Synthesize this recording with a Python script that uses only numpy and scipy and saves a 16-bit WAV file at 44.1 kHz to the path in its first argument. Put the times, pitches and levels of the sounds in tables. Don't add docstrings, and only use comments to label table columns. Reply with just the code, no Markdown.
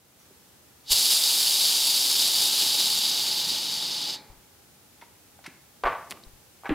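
import sys
import numpy as np
from scipy import signal
from scipy.fft import rfft, irfft
from scipy.io import wavfile
from scipy.ndimage import uniform_filter1d

SR = 44100
rng = np.random.default_rng(int(sys.argv[2]) if len(sys.argv) > 2 else 0)


def ratio(d):
    e = np.asarray(d, float) / 20
    return 10 ** e


def generate_wav(sig):
    pcm = np.round(np.clip(np.atleast_2d(sig).T, -1, 1) * 32767).astype(np.int16)
    wavfile.write(sys.argv[1], SR, pcm)


N = 297234

# frequency in Hz, level in dB per Hz.
HISS_SPECTRUM = [(12, -47), (20, -33), (76, -1.5), (145, -4.5), (290, -6.5), (551, -11), (651, -12.5),
                 (749, -13), (814, -9.5), (885, -14.5), (1340, -15), (1930, -17), (15600, -19.5)]
# frequency in Hz, level in dB per Hz.
SIDE_HISS_SPECTRUM = [(12, -39), (20, -9), (104, -3), (145, 1), (246, -6), (307, -2), (1340, -9),
                      (12800, -8.5), (15600, -17)]
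# start in seconds, peak in dB, pitch in Hz, length in cycles.
FLOOR_THUMPS = [
    (.905, -29, 32.8, 0.81),
    (4.297, -42, 35.8, 1.5),
    (4.368, -51, 36, 1.2),
    (5.845, -27.5, 30, 1.1),
    (6.263, -40, 28, 1),
    (6.33, -47.5, 28, 1.1),
    (6.70, -30, 28.2, 1.6),
]
# start in seconds, peak in dB,
# pitch in Hz, spread in octaves, length in seconds.
LATCH_SNAPS = [(.195, -52, 6000, .12, 0.045), (5.464, -35, 5000, 0.7, .006), (6.099, -38, 6000, .8, 0.012),
               (6.109, -15, 4000, 1.2, 0.0012), (4.165, -40, 4200, .17, .04),
               (6.114, -26, 1400, 1.1, 0.0025), (6.122, -23.5, 1200, 1.2, 0.0025),
               (6.108, -31, 10500, .4, .009), (5.855, -37, 2900, 0.55, 0.044),
               (5.878, -27, 1250, 0.7, 0.065), (6.70, -25, 1500, 0.65, 0.053),
               (6.659, -32, 1300, .35, .016), (5.441, -45, 4000, .5, .03), (6.1, -44, 260, 1.1, 0.14),
               (6.125, -44, 5000, 1.1, .006), (6.237, -38, 4000, 0.28, .002),
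               (5.837, -31, 3400, 0.59, .003), (6.669, -47, 5500, .4, .004), (6.693, -25, 2150, 0.5, .007)]
# frequency in Hz, level in dB, time to fall by 105 dB in seconds.
LID_MODES = [(175, -27, 0.087), (288, -19.5, 0.11), (332, -8, .09), (422, -9, 0.043), (582, -15.5, .08),
             (744, -9.5, 0.12), (810, -4.5, 0.14), (925, 2.5, 0.082), (990, 3, 0.041), (1175, 5, 0.05),
             (1350, 0, 0.055), (1493, 7.5, 0.046), (1760, 5, 0.033), (1957, 4, 0.086), (2160, 10, 0.043),
             (2394, 1, 0.027), (2940, -5, 0.071), (3350, 4, 0.024), (3670, -4.5, 0.066), (4500, 5, 0.036),
             (5300, 19, .02), (6000, -1, 0.024)]
# start in seconds, peak in dB, struck pitch in Hz, rattle in seconds.
LID_KNOCKS = [(.304, -52, 380, 0.012), (4.293, -52, 600, 0.041), (5.012, -44.5, 2300, .014),
              (5.022, -42, 740, 0.012), (5.389, -45.5, 890, 0.0052), (5.441, -44, 2000, .015),
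              (5.452, -45, 700, 0.016), (5.461, -35, 2100, 0.008), (5.475, -43, 160, 0.008),
              (5.836, -19.5, 1000, .014), (5.853, -20, 1010, 0.0047), (5.859, -16, 950, 0.0069),
              (5.867, -17, 1060, 0.011), (5.883, -25, 1010, 0.017), (5.92, -28, 1120, 0.015),
              (5.948, -33, 950, 0.006), (6.171, -47, 1240, .006), (6.635, -39, 850, 0.0036),
              (6.644, -36, 1000, 0.011), (6.656, -29, 1280, 0.012), (6.671, -35, 1300, 0.0052),
              (6.692, -23, 360, 0.0049), (6.704, -23, 300, 0.011), (6.716, -26, 297, .008),
              (6.724, -32, 700, 0.018)]
# frequency in Hz, width in Hz, lift in dB.
JET_STRIPES = [(325, 66, 2), (880, 113, 4.5), (3870, 250, 1.5), (4600, 180, 3.5), (6230, 150, 2),
               (7430, 120, 4.5), (8280, 220, 2.5), (9600, 200, 3.5), (10620, 330, 2.5), (12370, 250, 4.5),
               (13200, 340, 5.5), (15000, 370, -0.5), (5250, 180, 0.5), (9030, 180, -1.5), (11750, 270, -1),
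               (13800, 250, -4)]
# frequency in Hz, level in dB per Hz.
VALVE_SPECTRUM = [(1120, -25), (1900, -29), (2680, -14), (2910, -8), (3280, -7.5), (3730, -2.5),
                  (4260, -4.5), (4560, -2), (5160, -5), (5630, -13), (6500, -13.5), (8450, -24.5),
                  (14300, -120)]
# frequency in Hz, level in dB per Hz.
SHEAR_SPECTRUM = [(3060, -29), (5200, -2.5), (5670, -10), (7330, -8), (8780, -9.5), (10400, -7),
                  (11600, -11), (12900, -13), (14700, -11), (15300, -17.5)]
# frequency in Hz, level in dB per Hz.
DRONE_SPECTRUM = [(35, -52), (60, -30), (86, -40), (118, -4.5), (290, -4), (656, -5.5), (827, -0.5),
                  (1090, -6.5), (1930, -6), (2400, -2.5), (3120, -45), (5280, -120)]
# time in seconds, level in dB against wide open.
VALVE_OPENING = [
    (.83, -52),
    (.868, -26),
    (.895, -11.5),
    (.918, 4.8),
    (.94, 0.8),
    (1.09, -.3),
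    (1.118, 2),
    (1.2, -.1),
    (4.146, 0.4),
]

HISS_DB, SIDE_HISS_DB, RUMBLE_DB = -57, -60, -76.5
WAKE_S, WAKE_DB, DUCK_DB, DUCK_HOLD_S = .2, -4.5, -18, 1.8
SURGE_S, SURGE_DB, SURGE_FADE_S = 5.84, 5, .2
COOLER_DB, COOLER_IDLE_DB, COOLER_RISE_S, COOLER_RISE_DB_S, COOLER_FALL_DB_S = -56.5, -79, 2.5, 12, 110
COOLER_HZ, SPIN_UP_HZ, SPIN_UP_S = 843, 12, .5
FLUTTER_DB, FLUTTER_HZ, FLUTTER_S = -17, 85, .05
KITCHEN_T60_S, KITCHEN_TOP_T60_S, KITCHEN_DB = 0.55, .3, -10.5
KNOCK_SPREAD_OCT, DENSE_DB, DENSE_DB_OCT = .5, -26, 5.5
LIGHT_DB, FINGER_S = -34, .022
OPEN_S, SHUT_S, UNCHOKE_S = .918, 4.146, 2.85
SNAP_SHUT_DB_S = 480
VALVE_DB, CHOKED_SAG_DB_S, FREE_SAG_DB_S = -23.8, .4, 5.5
SHEAR_DB, SHEAR_POWER, SHEAR_LOSS_DB_S2 = -.7, 1.4, .98
DRONE_DB, DRONE_POWER, DRONE_SAG, DRONE_FADE_DB_S = -43.6, 1.1, .6, 85
BOOM_HZ, BOOM_OCT, BOOM_DB_S, BOOM_EVEN_S = 150, 1.0, 3.2, 2.7


def unit(x):
    return x / np.sqrt(np.mean(x ** 2))


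def shape(x, points):
    hz, db = np.transpose(points)
    f = np.maximum(np.fft.rfftfreq(len(x), 1 / SR), 1)
    return irfft(rfft(x) * ratio(np.interp(np.log(f), np.log(hz), db)), len(x))


def bump(x, hz, spread_oct):
    f = np.maximum(np.fft.rfftfreq(len(x), 1 / SR), 1)
    return irfft(rfft(x) * np.exp(-.5 * (np.log2(f / hz) / spread_oct) ** 2), len(x))


def walk(rate_hz):
    k = max(int(SR / rate_hz), 1)
    held = np.repeat(rng.standard_normal(N // k + 1), k)
    slewed = uniform_filter1d(uniform_filter1d(held, k), k)
    return unit(slewed[:N])


def hiss():
    t = np.arange(N) / SR
    wake_db = WAKE_DB * np.clip(1 - t / WAKE_S, 0, 1) ** .5
    duck_db = DUCK_DB * (t > OPEN_S) * np.exp(-((t - OPEN_S) / DUCK_HOLD_S) ** 4)
    surge_db = SURGE_DB * (t > SURGE_S) * np.exp(-np.abs(t - SURGE_S) / SURGE_FADE_S)
    gain = ratio(wake_db + duck_db + surge_db)
    rumble = shape(rng.standard_normal(N) * ratio(7.6 * walk(3.4)),
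                   [(40, -14), (120, -5.5), (400, 1.5), (900, 0), (1500, -31)])
    mid = ratio(HISS_DB) * unit(shape(rng.standard_normal(N), HISS_SPECTRUM)) + ratio(RUMBLE_DB) * unit(rumble)
    side = ratio(SIDE_HISS_DB) * unit(shape(rng.standard_normal(N), SIDE_HISS_SPECTRUM))
    return gain * mid, gain * side


def cooler():
    t = np.arange(N) / SR
    flat_hz = np.minimum(SPIN_UP_HZ * np.exp((COOLER_RISE_S - t) / SPIN_UP_S), 60)
    hz = COOLER_HZ - flat_hz + 1.5 * walk(6)
    whine = np.sqrt(2) * np.sin(2 * np.pi * np.cumsum(hz) / SR) * ratio(2.5 * walk(5))
    rise_db = COOLER_RISE_DB_S * np.maximum(COOLER_RISE_S - t, 0)
    fall_db = COOLER_FALL_DB_S * np.maximum(t - SHUT_S, 0)
    swell = ratio(COOLER_DB - rise_db - fall_db) * (t > OPEN_S)
    return whine * (swell + ratio(COOLER_IDLE_DB) * (t > COOLER_RISE_S))


def thumps():
    t, out = np.arange(N) / SR, np.zeros(N)
    shudder = unit(bump(rng.standard_normal(N), FLUTTER_HZ, .6))
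    for start_s, peak_db, hz, cycles in FLOOR_THUMPS:
        turns = np.maximum(t - start_s, 0) * hz
        shove = np.sin(2 * np.pi * turns) * np.exp(-2 * turns / cycles)
        flutter = ratio(FLUTTER_DB) * shudder * np.exp(-turns / hz / FLUTTER_S)
        out += ratio(peak_db + 1.5) * (shove + flutter) * (1 - np.exp(-9 * turns))
    return out


def kitchen(x):
    t = np.arange(int(.8 * SR)) / SR
    lows = signal.lfilter([.45], [1, -.55], rng.standard_normal(len(t)))
    highs = rng.standard_normal(len(t))
    tail = lows * ratio(-60 * t / KITCHEN_T60_S) + 0.4 * highs * ratio(-60 * t / KITCHEN_TOP_T60_S)
    tail *= np.clip(t / 0.0068, 0, 1)
    return signal.fftconvolve(x, tail / np.sqrt(np.sum(tail ** 2)))[:N]


def latch():
    out, t = np.zeros(N + SR), np.arange(SR // 5) / SR
    for start_s, peak_db, hz, spread_oct, length_s in LATCH_SNAPS:
        jolt = rng.standard_normal(len(t))
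        jolt[8] = -.013 / length_s
        snap = bump(jolt, hz, spread_oct) * np.exp(-t / length_s)
        i = int(start_s * SR)
        out[i:i + len(t)] += ratio(peak_db) * snap / np.abs(snap).max()
    return out[:N]


def lid():
    out, t = np.zeros(N + SR), np.arange(SR // 8) / SR
    hz, db, fall_105_db_s = np.transpose(LID_MODES)[:, :, None]
    for start_s, peak_db, struck_hz, rattle_s in LID_KNOCKS:
        near = np.exp(-.5 * (np.log2(hz / struck_hz) / KNOCK_SPREAD_OCT) ** 2)
        chance = rng.standard_normal((2, len(LID_MODES), 1))
        ring = np.sin(2 * np.pi * hz * (1 + 0.022 * chance[0]) * t) * ratio(-105 * t / fall_105_db_s)
        body = np.sum(near * ratio(db + 3.1 * chance[1]) * ring, axis=0)
        damping = np.exp(-t / FINGER_S * (peak_db < LIGHT_DB))

        noise = rng.standard_normal((2, len(t)))
        taps = noise[0] * np.abs(noise[0]) * np.exp(-(t / rattle_s) ** 2)
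        taps[0] = 1.3
        knock = signal.fftconvolve(taps, body * damping)[:len(t)]

        dense_db = DENSE_DB + DENSE_DB_OCT * np.log2(struck_hz / 1000)
        dense = unit(bump(noise[1], 1.24 * struck_hz, 1.46 * KNOCK_SPREAD_OCT))
        dense = dense * np.exp(-t / (.004 + 0.92 * rattle_s)) * (1 - np.exp(-t / (0.17 * rattle_s)))

        top_hz = min(2.6 * struck_hz * 2 ** KNOCK_SPREAD_OCT, 15000)
        soft = signal.butter(2, [struck_hz / 2.6, top_hz], "band", fs=SR)
        contact = knock / np.abs(knock).max() + ratio(dense_db + 15) * dense / 3
        i = int(start_s * SR)
        out[i:i + len(t)] += ratio(peak_db + 4.5) * signal.lfilter(*soft, contact)
    return out[:N]


def stripe(x):
    f = np.fft.rfftfreq(N, 1 / SR)
    lift_db = sum(db / (1 + (2 * (f - hz) / width_hz) ** 2) for hz, width_hz, db in JET_STRIPES)
    return irfft(rfft(x) * ratio(lift_db), N)


def jet():
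    t = np.arange(N) / SR
    open_db = np.interp(t, *np.transpose(VALVE_OPENING), -120) - SNAP_SHUT_DB_S * np.maximum(t - SHUT_S, 0)
    sag_db = -CHOKED_SAG_DB_S * (t - OPEN_S) - FREE_SAG_DB_S * np.maximum(t - UNCHOKE_S, 0)
    roar_db = VALVE_DB + sag_db + open_db
    shear_db = VALVE_DB + sag_db + SHEAR_DB + SHEAR_POWER * open_db - SHEAR_LOSS_DB_S2 * (t - OPEN_S) ** 2
    hum_db = np.where(t < SHUT_S, DRONE_POWER * open_db, -DRONE_FADE_DB_S * (t - SHUT_S))
    drone_db = DRONE_DB + DRONE_SAG * sag_db + hum_db
    eddies_db = 1.0 * walk(900) + 0.52 * walk(60)
    out = 0
    for points, level_db in ((VALVE_SPECTRUM, roar_db), (SHEAR_SPECTRUM, shear_db), (DRONE_SPECTRUM, drone_db)):
        eddies = rng.standard_normal(N) * ratio(eddies_db + 0.2 * walk(14))
        out = out + unit(stripe(shape(eddies, points))) * ratio(level_db)
    boom_db = BOOM_DB_S * (np.minimum(t, SHUT_S) - BOOM_EVEN_S)
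    return out + bump(out, BOOM_HZ, BOOM_OCT) * (ratio(boom_db) - 1)


def scene():
    floor, floor_side = hiss()
    shoves, snaps, taps, gas = thumps(), latch(), lid(), jet()
    room = kitchen(taps + ratio(-8) * snaps + ratio(-12) * gas)
    low_cut = signal.butter(3, 105, "high", fs=SR, output="sos")
    airborne = signal.sosfilt(low_cut, gas + taps + snaps + ratio(KITCHEN_DB) * room)
    mid = airborne + shoves + cooler() + floor
    widening = np.clip(np.arange(N) / SR - 1.6, 0, 1)
    side = floor_side + ratio(-8.5) * shoves + ratio(-19) * bump(gas, 200, 1.2) * widening
    return np.array([mid + side, mid - side])


def low_pass(x):
    return signal.sosfilt(signal.butter(12, 15760, fs=SR, output="sos"), x)


def record(dry):
    top_cut = signal.ellip(10, .2, 70, 15760, fs=SR, output="sos")
    return low_pass(signal.sosfilt(top_cut, dry))


dry = scene()
out = record(dry)
generate_wav(out)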